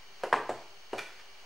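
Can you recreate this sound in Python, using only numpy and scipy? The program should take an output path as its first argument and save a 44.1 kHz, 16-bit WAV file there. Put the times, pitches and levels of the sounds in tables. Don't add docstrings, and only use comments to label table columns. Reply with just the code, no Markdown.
import sys
import numpy as np
from scipy import signal
from scipy.fft import rfft, irfft, next_fast_len
from scipy.io import wavfile

SR = 44100
rng = np.random.default_rng(int(sys.argv[2]) if len(sys.argv) > 2 else 0)


def master(y):
    cut = np.clip(np.atleast_2d(y).T, -1, 1)
    pcm = np.round(cut * 32767)
    wavfile.write(sys.argv[1], SR, pcm.astype(np.int16))


N = 63945

# (frequency [Hz], level [dB per Hz])
GRIT_COLOUR = [(500, -3.5), (2000, 8), (3000, 4.5), (4200, 3.5), (6300, 0), (8200, -3.5), (9800, -3),
               (13000, -23), (16000, -16)]


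def amp(db):
    return 10 ** (np.asarray(db) / 20)


def unit(x):
    return x / np.sqrt(np.mean(x ** 2) + 1e-20)


def along(points, hz):
    freqs, values = np.transpose(points)
    return np.interp(np.log(hz + 1), np.log(freqs + 1), values)


def filtered(x, response):
    size = next_fast_len(N + SR // 2)
    hz = np.fft.rfftfreq(size, 1 / SR)
    return irfft(rfft(x, size) * response(hz), size)[..., :N]


def causal(x, gain):
    size = 2 * next_fast_len(N)
    hz = np.fft.rfftfreq(size, 1 / SR)
    cepstrum = irfft(np.log(np.maximum(gain(hz), 1e-6)), size)
    cepstrum[1:size // 2] *= 2
    cepstrum[size // 2 + 1:] = 0
    return irfft(rfft(x, size) * np.exp(rfft(cepstrum)), size)[:N]


def coloured(x, spectrum):
    return unit(filtered(x, lambda hz: amp(along(spectrum, hz))))


def noise(spectrum):
    return coloured(rng.standard_normal(N), spectrum)


def band(centre_hz, width_hz):
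    return unit(filtered(rng.standard_normal(N), lambda hz: 1 / (1 + ((hz - centre_hz) / width_hz) ** 2)))


def struck(t, attack, t60):
    return (1 - np.exp(-t / attack)) * amp(-60 * t / t60)


def slips():
    slips_per_s, spread_db = 3500, 5
    hit = rng.random(N) < slips_per_s / SR
    sign = rng.choice([-1, 1], N)
    return unit(hit * sign * amp(spread_db * rng.standard_normal(N)))


def kitchen(x):
    # (frequency [Hz], time [s])
    echo_t60 = [(100, 0.29), (400, 0.32), (1000, .5), (2500, 0.41), (6000, 0.29), (14000, 0.42)]
    # (frequency [Hz], level [dB])
    echo_gain = [(100, 3.5), (400, -3), (1000, -8.5), (2500, -4.5), (8000, -2), (15000, -7.5)]
    # (frequency [Hz], side level over middle [dB])
    echo_width = [(100, -29), (600, -74), (1300, -19.5), (2500, -11.5), (5000, -6.5), (9000, -3),
                  (15000, -2)]
    delay_s, build_s = 0.0049, 0.0077
    hz, t, cells = signal.stft(rng.standard_normal((2, SR)), SR, nperseg=256)
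    fade = struck(np.maximum(t - delay_s, 0), build_s, along(echo_t60, hz)[:, None])
    tail = signal.istft(cells * fade, SR, nperseg=256)[1]
    tail = tail / np.linalg.norm(tail[0])
    echo = signal.fftconvolve(x[None], tail, axes=1)[:, :N]
    echo = filtered(echo, lambda f: amp(along(echo_gain, f)))
    mid = x + echo[0]
    side = filtered(echo[1], lambda f: amp(along(echo_width, f)))
    return np.array([mid + side, mid - side])


def background():
    # (frequency [Hz], level [dB per Hz])
    hiss_mid = [(25, 0), (290, -7.5), (400, -3.5), (520, -0.5), (800, 3.5), (1900, -5), (2150, -5),
                (2350, 5.5), (2520, -34), (2750, 2.5), (3050, 3), (3450, -11.5), (4200, -4), (4580, 3),
                (4950, -10), (5280, -1), (5800, -10.5), (6300, -3), (7100, -17), (10000, -19),
                (15000, -26.5)]
    # (frequency [Hz], level [dB per Hz])
    hiss_side = [(25, 1.5), (280, -16.5), (1100, -5), (2000, -4.5), (2850, -0.5), (3300, -2.5),
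                 (3650, -2.5), (4100, -6), (4550, 1.5), (5050, -17), (5900, -5), (6300, -15), (6700, -13),
                 (10000, -19.5), (15000, -19)]
    # (frequency [Hz], level [dB per Hz])
    rumble = [(20, 14), (60, 9), (120, -9), (300, -35), (1000, -63)]
    hiss_mid_db, hiss_side_db, rumble_db = -58, -60, -81
    hum_hz, hum_width_hz, hum_db = 390.6, 15, -72.5
    whine_hz, whine_db = 15690, (-91, -70.5)
    whine_drift = .02
    mid = amp(hiss_mid_db) * noise(hiss_mid)
    mid = mid + amp(rumble_db) * noise(rumble) + amp(hum_db) * band(hum_hz, hum_width_hz)
    side = amp(hiss_side_db) * noise(hiss_side)
    wander = np.cumsum(whine_drift * rng.standard_normal(N))
    whine = np.sin(2 * np.pi * whine_hz * np.arange(N) / SR + wander)
    return np.array([mid + side, mid - side]) + amp(whine_db)[:, None] * whine


def flour():
    # (time [s], level [dB])
    effort = [(0, -61), (.12, -65.5), (0.212, -57), (.3, -59.5), (.6, -59), (.74, -66.5), (.82, -63),
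              (.89, -65.5), (.93, -56), (1.08, -54), (1.168, -61), (1.199, -52), (1.235, -62.5),
              (1.32, -64.5), (1.45, -61.5)]
    # (frequency [Hz], level [dB per Hz])
    rustle_colour = [(100, -51), (400, -3), (1400, 4), (2400, 5.5), (3500, -2.5), (6000, -5.5),
                     (10000, -22.5), (16000, -24)]
    lift_db = 0.5
    effort_db = np.interp(np.arange(N) / SR, *np.transpose(effort))
    return kitchen(amp(effort_db + lift_db) * coloured(slips(), rustle_colour))


def scrape():
    # (time [s], peak level [dB], rise [s], fall [s])
    swells = [(.981, -42, 0.0022, 0.014), (0.992, -33.5, 0.0067, 0.0092)]
    # (frequency [Hz], width [Hz], level [dB])
    spoon_modes = [(830, 630, -13.5), (1432, 73, 3), (1770, 115, -9.5), (2387, 88, 0), (2880, 600, -23),
                   (3429, 60, -5), (4510, 133, -14.5), (9150, 1100, -58), (11700, 700, -34.5)]
    rasp_db = -8.5
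    t = np.arange(N) / SR
    pressure = sum(amp(db) * np.exp(np.minimum((t - s) / rise, (s - t) / fall))
                   for s, db, rise, fall in swells)

    def spoon(f):
        return sum((-1) ** k * amp(db) * 1j * f * width / (centre ** 2 - f ** 2 + 1j * f * width)
                   for k, (centre, width, db) in enumerate(spoon_modes))

    friction = slips()
    steady_level = np.std(filtered(friction, spoon))
    ringing = filtered(friction * pressure, spoon) / steady_level
    rasp = amp(rasp_db) * pressure * coloured(friction, GRIT_COLOUR)
    return kitchen(ringing + rasp)


def chatter(envelope, t):
    evenness = 0.84
    burst = rng.standard_normal(N) * envelope
    spectrum = rfft(burst, 2 * next_fast_len(N))
    even = irfft(spectrum / (np.abs(spectrum) + 1e-12) ** evenness)[:N]
    return unit(even * (t > 0)), np.sqrt(np.mean(envelope ** 2))


def knock(s, thump_db, wall_hz, rise, rebound_db, clatter_db, cut_hz, ring_db, grit_db,
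          tick_hz, tick_db, clack_hz, clack_db):
    # (frequency [Hz], level [dB], time to fade by 60 dB [s])
    bowl_modes = [(127.1, -25, 0.67), (237.7, -17.5, 0.32), (343.2, -11.5, 0.44), (417.8, -8.5, 0.36),
                  (462, -17, 0.48), (627.6, -7.5, 0.33), (742.3, -1, 0.18), (814, -5, 0.27),
                  (948, -3, 0.26), (1042, -6.5, 0.32), (1191, -7, 0.16), (1460, -4, 0.17), (1644, -3, 0.11),
                  (1755, -6.5, 0.28)]
    # (frequency [Hz], level [dB per Hz])
    clatter_colour = [(30, -46.5), (110, -12), (200, -9), (380, 3.5), (700, 5), (1200, -1.5), (1750, 1),
                      (2100, -1.5), (2800, -5.5), (5000, -7), (16000, -11)]
    sag_share, sag_s = 0.75, 0.0014
    rebound_s, cut_order = .0128, 2.36
    attack_s, ring_attack_s = 0.00045, 0.00033
    clatter_t60, grit_t60, tick_t60, clack_t60 = 0.086, 0.089, 0.077, 0.046
    tick_width_hz, clack_width_hz = 650, 170
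    t = np.maximum(np.arange(N) / SR - s, 0)

    def soft(hz):
        return 1 / np.sqrt(1 + (hz / cut_hz) ** (2 * cut_order))

    def flex(u):
        cycles = wall_hz * (u + sag_share * sag_s * (1 - np.exp(-u / sag_s)))
        swell = (u / rise * np.exp(1 - u / rise)) ** 2
        return np.sin(2 * np.pi * cycles) * swell

    thump = flex(t) + amp(rebound_db) * flex(np.maximum(t - rebound_s, 0))
    contacts, strength = chatter(struck(t, attack_s, clatter_t60), t)
    clatter = strength * unit(causal(contacts, lambda hz: amp(along(clatter_colour, hz)) * soft(hz)))
    grit = coloured(slips(), GRIT_COLOUR) * struck(t, attack_s, grit_t60)
    tick = band(tick_hz, tick_width_hz) * struck(t, attack_s, tick_t60)
    clack = band(clack_hz, clack_width_hz) * struck(t, attack_s, clack_t60)
    ring = 0
    for hz, db, t60 in bowl_modes:
        level = amp(db + rng.normal(0, 1)) * soft(hz)
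        tone = np.sin(2 * np.pi * (hz * t + rng.random()))
        ring = ring + level * tone * struck(t, ring_attack_s, t60)
    ring = ring / np.sqrt(len(bowl_modes))
    blow = amp(thump_db) * thump + amp(clatter_db) * clatter + amp(grit_db) * grit
    blow = blow + amp(tick_db) * tick + amp(clack_db) * clack
    return kitchen(blow) + amp(ring_db) * ring


def scene():
    # (time [s], thump [dB], settled wall pitch [Hz], thump rise [s],
    # rebound over thump [dB], clatter [dB], contact cut-off [Hz], ring [dB], grit [dB],
    # tick pitch [Hz], tick [dB], clack pitch [Hz], clack [dB])
    knocks = [(0.2349, -22.5, 478.5, 0.0031, -34, -28, 1500, -25.5, -43, 11050, -57.5, 2850, -41),
              (.3272, -12.5, 835, 0.0013, 0, -18.5, 2170, -15.5, -42, 8400, -49, 1800, -27.5),
              (.4926, -19.5, 608, 0.0011, -17, -26, 1060, -22.5, -46, 7370, -50, 3380, -45.5),
              (.9310, -22.5, 450, 0.0021, -15, -28.5, 930, -25.5, -47.5, 8460, -60, 2880, -44)]
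    # (frequency [Hz], level [dB])
    radiation = [(30, -28), (75, -1.5), (130, -1), (170, -3.5), (240, -1), (290, -3), (360, -1)]
    bowl = flour() + scrape() + sum(knock(*row) for row in knocks)
    radiated = [causal(ear, lambda hz: amp(along(radiation, hz))) for ear in bowl]
    return background() + np.array(radiated)


def record(dry):
    top_hz, offset = 16300, -.0028
    return filtered(dry, lambda hz: hz < top_hz) + offset


dry = scene()
out = record(dry)
master(out)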